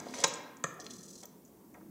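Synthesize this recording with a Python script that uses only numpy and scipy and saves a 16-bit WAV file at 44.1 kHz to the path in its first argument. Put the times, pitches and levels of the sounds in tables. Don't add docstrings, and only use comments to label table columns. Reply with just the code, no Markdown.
import sys
import numpy as np
from scipy import signal
from scipy.io import wavfile

SR = 44100
rng = np.random.default_rng(int(sys.argv[2]) if len(sys.argv) > 2 else 0)


def master_out(mix):
    frames = np.transpose(np.atleast_2d(mix))
    ceiling = np.clip(frames, -1, 1)
    pcm = np.round(ceiling * 32767).astype(np.int16)
    wavfile.write(sys.argv[1], SR, pcm)


def to_linear_factor(level_db):
    exponent = np.asarray(level_db, float) / 20
    return 10 ** exponent


N = 83790
BURST = 4800

# (pitch [Hz], level [dB], time to die by 60 dB [s])
DIAL_MODES = [(2830, -12.5, 0.00796), (3400, -6, 0.0098), (4190, -7, 0.022), (4885, -11.5, 0.02016),
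              (5610, -10, 0.012), (6120, -5, 0.013), (6200, -22, 0.025), (6900, -7.5, 0.0058),
              (7150, -18, 0.0098), (7870, -10, 0.013), (8890, -11, 0.0066), (10370, -8, 0.0017),
              (13400, -9.5, 0.0023), (15250, -13, .006)]
# (pitch [Hz], level [dB], time to die by 60 dB [s])
DESK_MODES = [(461, 4, 0.047), (586, 3, 0.025), (710, 2, 0.036), (962, -3.5, 0.085), (1237, -10.5, 0.046),
              (1267, -5.5, 0.0142), (1595, -9, 0.051), (1888, -5, 0.036), (2177, -4, 0.023),
              (2520, -10, 0.017), (3400, -9, 0.0209)]
# (pitch [Hz], level [dB], time to die by 60 dB [s])
STOP_HIGH = [(2286, -4.5, 0.0075), (2936, -10.5, 0.0077), (3430, -9, 0.014), (3953, -4, 0.021),
             (4300, -9.5, 0.0047), (5280, -2, 0.0095), (6200, 0.5, 0.0083), (6900, 0.5, 0.011),
             (7820, -6, 0.0028), (8670, -19, .005), (12770, -26, 0.00405)]
# (pitch [Hz], level [dB], time to die by 60 dB [s])
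STOP_LOW = [(166.5, -12, 0.17), (329, -15.5, 0.05), (462, -4.5, 0.07), (555.4, -2.5, 0.076),
            (788, -8, 0.06), (898.5, -4, 0.073), (1040, -1, 0.053), (1254, -9.5, 0.04), (1369, -11, .04),
            (1601, -3.5, 0.048), (1876, -8.5, 0.031), (2192, -9, 0.034)]


def rms_of(x):
    return np.sqrt(np.mean(x ** 2) + 1e-20)


def rms_one(x):
    return x / rms_of(x)


def in_time(rows):
    s, *columns = np.transpose(rows)
    return [np.interp(np.arange(N) / SR, s, c) for c in columns]


def at_hz(points, hz):
    return np.interp(np.log(hz), np.log(np.array(points)[:, 0]), np.array(points)[:, 1])


def drift(rate):
    step = 40
    r = np.exp(-2 * step * np.pi * rate / SR)
    white = rng.standard_normal(N // step + 2002)
    slow = signal.lfilter([1], [1, -2 * r, r * r], white)[2000:]
    return np.interp(np.arange(N) / step, np.arange(len(slow)), rms_one(slow))


def grains(size):
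    contacts_per_s = 9000
    strengths = to_linear_factor(2.5 * np.minimum(rng.exponential(1, size), 4)) * rng.choice([-1, 1], size)
    return rms_one(strengths * (rng.random(size) < contacts_per_s / SR))


def ring(contacts, hz, t60):
    r = to_linear_factor(-60 / (max(t60, .002) * SR))
    w = 2 * np.pi * hz / SR
    band = [hz / 1.25, min(hz * 1.25, 20000)]
    near = signal.sosfilt(signal.butter(1, band, "band", fs=SR, output="sos"), contacts + 1e-18)
    rung = signal.lfilter([0, np.sin(w)], [1, -2 * r * np.cos(w), r * r], near)
    return np.sqrt(2 * (1 - r * r)) * rung


def add_rattle(out, modes, s, db, length, centre_hz=None, octaves=1, flatness=1.43):
    t = np.arange(BURST) / SR
    shape = np.minimum(t / .0008, 1) * np.exp(-(t / length) ** flatness)
    contacts = grains(BURST)
    i = int(s * SR)
    for k, (hz, mode_db, t60) in enumerate(modes):
        far_db = 0 if centre_hz is None else -6 * (np.log2(hz / centre_hz) / octaves) ** 2
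        if far_db < -35:
            continue
        own_contacts = np.roll(contacts, k * 397)
        rung = rms_one(ring(own_contacts * shape, hz, t60)) * rms_of(shape)
        out[i:i + BURST] += (to_linear_factor(db + mode_db + far_db - 0.5) * rung)[:len(out) - i]


def add_swing(out, modes, s, db, length):
    rise_s = .0023
    t = np.arange(BURST) / SR
    i = int(s * SR)
    for k, (hz, mode_db, t60) in enumerate(modes):
        fade = (1 - np.exp(-t / rise_s)) * to_linear_factor(-60 * t / t60)
        swing = fade * np.sin(2 * np.pi * hz * t) * (-1) ** k
        out[i:i + BURST] += to_linear_factor(db + mode_db - 4.5) * rms_one(swing) * np.sqrt(length * SR / BURST)


def add_knock(out, high, low, s, db, length):
    low_lag_s, low_share = .0017, .84
    add_rattle(out, high, s, db, length, flatness=2.2)
    add_swing(out, low, s + low_lag_s, db, length * low_share)


def rub(modes, gate_db):
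    contacts = grains(N)
    out = np.zeros(N)
    for k, (hz, db, t60) in enumerate(modes):
        own_contacts = np.roll(contacts, k * 997)
        out += to_linear_factor(db) * ring(own_contacts * to_linear_factor(gate_db), hz, t60)
    return out


def rubbed_dial():
    centre_hz, octaves, damping = 6500, .57, .64
    return [(hz, db - 6 * (np.log2(hz / centre_hz) / octaves) ** 2, t60 * damping)
            for hz, db, t60 in DIAL_MODES]


def catches(rows):
    fade_s = .0019
    t = np.arange(N) / SR
    return sum(db * (t > s) * np.exp(-((t - s) / fade_s) ** 2) for s, db in rows)


def bands(noise):
    edges = 22 * 2 ** np.arange(0, 9.7, 1 / 3)
    for k, (low, high) in enumerate(zip(edges, edges[1:])):
        band_filter = signal.butter(2, [low, high], "band", fs=SR, output="sos")
        yield np.sqrt(low * high), signal.sosfilt(band_filter, noise[k % 2])


def steady(spectrum, patchy_db):
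    out = np.zeros(N)
    for hz, band in bands(rng.standard_normal((2, N + SR))):
        if spectrum[0][0] < hz < spectrum[-1][0]:
            out += band[SR:] * to_linear_factor(at_hz(spectrum, hz) + patchy_db * drift(3.5))
    return rms_one(out)


def hard_knocks():
    # (pitch [Hz], level [dB], time to die by 60 dB [s])
    release_high = [(3470, -6, 0.0046), (4500, -11.5, 0.0017), (6260, 0, 0.015), (6900, 3, 0.0064),
                    (7870, -4, 0.0093), (9800, -24, 0.0033), (14000, -24, .003)]
    # (pitch [Hz], level [dB], time to die by 60 dB [s])
    release_low = [(159, 2.5, 0.077), (329, -7, .04), (443, -2, 0.037), (536, 1.5, 0.054),
                   (677, -1.5, 0.034), (1023, 0, 0.038), (1174, 4, 0.045), (1324, 5.5, 0.023),
                   (1690, 1, 0.033), (1838, 4.5, 0.054), (2060, -10, .02), (2407, -2.5, 0.012)]
    out = np.zeros(N)
    add_knock(out, STOP_HIGH, STOP_LOW, s=.2378, db=-24, length=.0098)
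    add_knock(out, release_high, release_low, s=.6385, db=-35, length=.0061)
    return out


def gear_return():
    # (time [s], level [dB])
    whir = [
        (.87, -48.5),
        (.895, -57),
        (.92, -44.5),
        (1.0, -45.5),
        (1.1, -45.5),
        (1.2, -47),
        (1.236, -45),
        (1.245, -73),
    ]
    # (time [s], level above the rustle [dB])
    hard_teeth = [(.9575, 3.4), (.9792, 4.3), (.9836, 3.8), (.992, 2.4), (1.004, 5), (1.0081, 7.9),
                  (1.018, 3.1), (1.029, 5.7), (1.035, 2.3), (1.0495, 11), (1.0555, 5.2), (1.0789, 6.3),
                  (1.0844, 4.8), (1.092, 4.6), (1.1035, 4), (1.108, 5.2), (1.1285, 5.3), (1.1328, 3.8),
                  (1.14, 3.5), (1.1548, 5.7), (1.167, 4.8), (1.1772, 7.7), (1.185, 3.7), (1.1977, 9),
                  (1.2045, 7.5), (1.215, 8.7), (1.2326, 3.5)]
    cam_turn_s, gap_at_s, gap_s = .0494, 1.1232, .0036
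    gap_db, half_gap_db = -16, -7
    teeth_per_s, tooth_db, tooth_jitter = 160, 3, .08
    start_s, end_s = .865, 1.25
    t = np.arange(N) / SR
    since_gap = t - gap_at_s

    def gap(turn_share):
        away_s = (np.mod(since_gap / cam_turn_s + turn_share + .5, 1) - .5) * cam_turn_s
        return np.exp(-.5 * (away_s / gap_s) ** 2)

    silent_db = 80 * ((t < start_s) | (t > end_s))
    teeth = np.mod(since_gap * teeth_per_s + tooth_jitter * drift(32), 1)
    gate_db = gap_db * gap(0) + half_gap_db * gap(.5) + tooth_db * (teeth < .2)
    gate_db = gate_db + 1.5 * drift(80) + catches(hard_teeth)
    return rub(rubbed_dial(), gate_db + in_time(whir)[0] - 8 - silent_db)


def winding():
    # (time [s], dial level [dB], desk level [dB])
    scrape = [
        (0, -56.5, -54.5),
        (.085, -53, -59),
        (.135, -50.5, -58.5),
        (.140, -40, -52),
        (.165, -43.5, -49),
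        (.19, -40.5, -43),
        (.21, -36.5, -53.5),
        (.236, -48, -39),
        (.26, -55.5, -55),
        (.30, -99, -99),
    ]
    # (time [s], level above the rustle [dB])
    hard_teeth = [(.1438, 4.5), (.1515, 3.5), (.1657, 9), (.1735, 4), (.1862, 3), (.195, 2), (.2037, 8.5),
                  (.212, 2.5), (.2225, 6), (.231, 1.5)]
    # (pitch [Hz], level [dB], time to die by 60 dB [s])
    housing = [(2210, -17.5, .006), (3050, -13, .004), (3750, -8, 0.0024), (4870, -8, .008)]
    dial_db, desk_db = in_time(scrape)
    clumps_db = 1.5 * drift(90) - 6.5
    dial = rub(rubbed_dial() + housing, dial_db + clumps_db + catches(hard_teeth))
    return dial + rub(DESK_MODES, desk_db + clumps_db)


def ticks():
    # (time [s], level [dB], rattle length [s], centre of the ringing tones [Hz], spread [octaves])
    tick_rows = [(.000, -32, 0.0015, 6500, 0.49), (0.085, -45, 0.01, 4500, 0.31),
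                 (.1082, -38.5, 0.0016, 5860, 0.14), (.1878, -31.5, .003, 5740, 0.28),
                 (.2375, -21, .002, 6400, .5), (.2752, -31, 0.00412, 14800, .13),
                 (0.283, -33.5, 0.0026, 7040, 0.54), (0.3366, -29.5, 0.0063, 7200, 0.21),
                 (0.355, -39, 0.0027, 7240, 0.24), (0.568, -47, 0.0028, 6500, 0.43),
                 (0.741, -46, 0.0016, 9200, 0.43), (0.799, -36.5, 0.0029, 5540, 0.38),
                 (0.8028, -41.5, 0.0047, 5900, 0.54), (0.812, -44.5, 0.0094, 5470, 0.26),
                 (0.815, -49.5, 0.005, 3300, 0.15), (0.841, -53, 0.015, 6000, 0.77),
                 (0.857, -50, 0.004, 6000, 0.54), (0.864, -35, 0.0028, 3960, 0.64),
                 (0.899, -49, 0.0063, 6000, 0.56), (0.9048, -42.5, 0.01, 5450, 0.77),
                 (0.934, -47.5, 0.0085, 6200, 0.68), (1.231, -53, 0.011, 3400, .1),
                 (1.2542, -37.5, 0.0022, 6330, 0.27), (1.2545, -32, 0.0034, 14850, 0.14),
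                 (1.449, -55, 0.013, 6900, 0.22), (1.475, -64.5, 0.0092, 6500, 0.41),
                 (1.740, -54, 0.0029, 6500, 0.25)]
    out = np.zeros(N)
    for row in tick_rows:
        add_rattle(out, DIAL_MODES, *row)
    return out


def thuds():
    # (time [s], level [dB], length [s], centre of the ringing tones [Hz], spread [octaves])
    thud_rows = [
        (0.0658, -37, 0.0019, 802, 1),
        (0.137, -37.5, 0.0035, 1500, 1.03),
        (0.789, -47.5, 0.0071, 710, 0.22),
        (0.862, -45.5, 0.002, 2300, 0.36),
        (1.228, -56.5, 0.018, 1060, 1.2),
        (1.322, -62, 0.026, 950, 0.22),
        (1.7424, -52, 0.012, 1370, 0.78),
        (1.768, -58, 0.013, 870, 0.95),
        (1.808, -57, 0.008, 1250, 0.37),
    ]
    out = np.zeros(N)
    for row in thud_rows:
        add_rattle(out, DESK_MODES, *row)
    return out


def room(x):
    # (pitch [Hz], time to die by 60 dB [s])
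    echo_t60 = [(150, 1), (500, 1.046), (1500, 1.056), (4000, 0.62), (8000, 0.33), (15000, 0.055)]
    echo_db, build_s = -15.5, .00555
    earlier_s, earlier_db = .22, -27.5
    scatter_hz, scatter_db = 42, 0
    t = np.arange(N) / SR
    tails = np.zeros((3, N))
    for hz, band in bands(rng.standard_normal((2, 3, N))):
        tails += band * to_linear_factor(-60 * t / at_hz(echo_t60, hz))
    tails = tails * (1 - np.exp(-(t / build_s) ** 2))
    before = np.zeros(int(earlier_s * SR))
    add_rattle(before, STOP_LOW + STOP_HIGH, 0, earlier_db, .01)
    heard = np.r_[before, x]
    turn = 2 * np.pi * scatter_hz * np.arange(len(heard)) / SR
    blur = to_linear_factor(scatter_db)
    copies = heard * np.array([np.ones(len(heard)), blur * np.cos(turn), blur * np.sin(turn)])
    tails = tails / np.sqrt(np.sum(tails[0] ** 2))
    wet = signal.fftconvolve(copies, tails, axes=1).sum(axis=0)
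    return to_linear_factor(echo_db) * wet[len(before):len(before) + N]


def ventilation_rumble():
    # (pitch [Hz], level [dB])
    rumble_colour = [(15, -71), (25, -25), (152, -4), (189, 5), (325, 4.5), (604, -12), (920, -13.5),
                     (1320, -27), (3000, -36), (3900, -79), (6600, -120)]
    # (time [s], level [dB])
    swell = [(0, 5.5), (.5, -4), (.9, -1), (1.2, -1.5), (1.45, -4), (1.9, 0)]
    level_db = -53.5 + in_time(swell)[0]
    return to_linear_factor(level_db) * steady(rumble_colour, patchy_db=3)


def microphone_hiss():
    # (pitch [Hz], level [dB])
    hiss_colour = [(1500, -5.5), (2500, -9), (4000, -10), (6000, -5), (9000, -4.5), (13000, -3.5),
                   (16500, 2)]
    return to_linear_factor(-66.5) * steady(hiss_colour, patchy_db=0)


def scene():
    dial = hard_knocks() + ticks() + thuds() + winding() + gear_return()
    low_cut = signal.butter(3, 120.2, "high", fs=SR, output="sos")
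    picked_up = signal.sosfilt(low_cut, dial + room(dial))
    return (picked_up + ventilation_rumble() + microphone_hiss())[None]


def band_limit(x):
    return signal.sosfilt(signal.butter(12, 16480, fs=SR, output="sos"), x)


def record(dry):
    ceiling, cutoff_hz = .42, 15900
    rounded = ceiling * np.tanh(dry / ceiling)
    top_cut = signal.cheby2(10, 50, cutoff_hz * 1.04, fs=SR, output="sos")
    mix = signal.sosfilt(top_cut, rounded)
    return band_limit(mix)


dry = scene()
out = record(dry)
master_out(out)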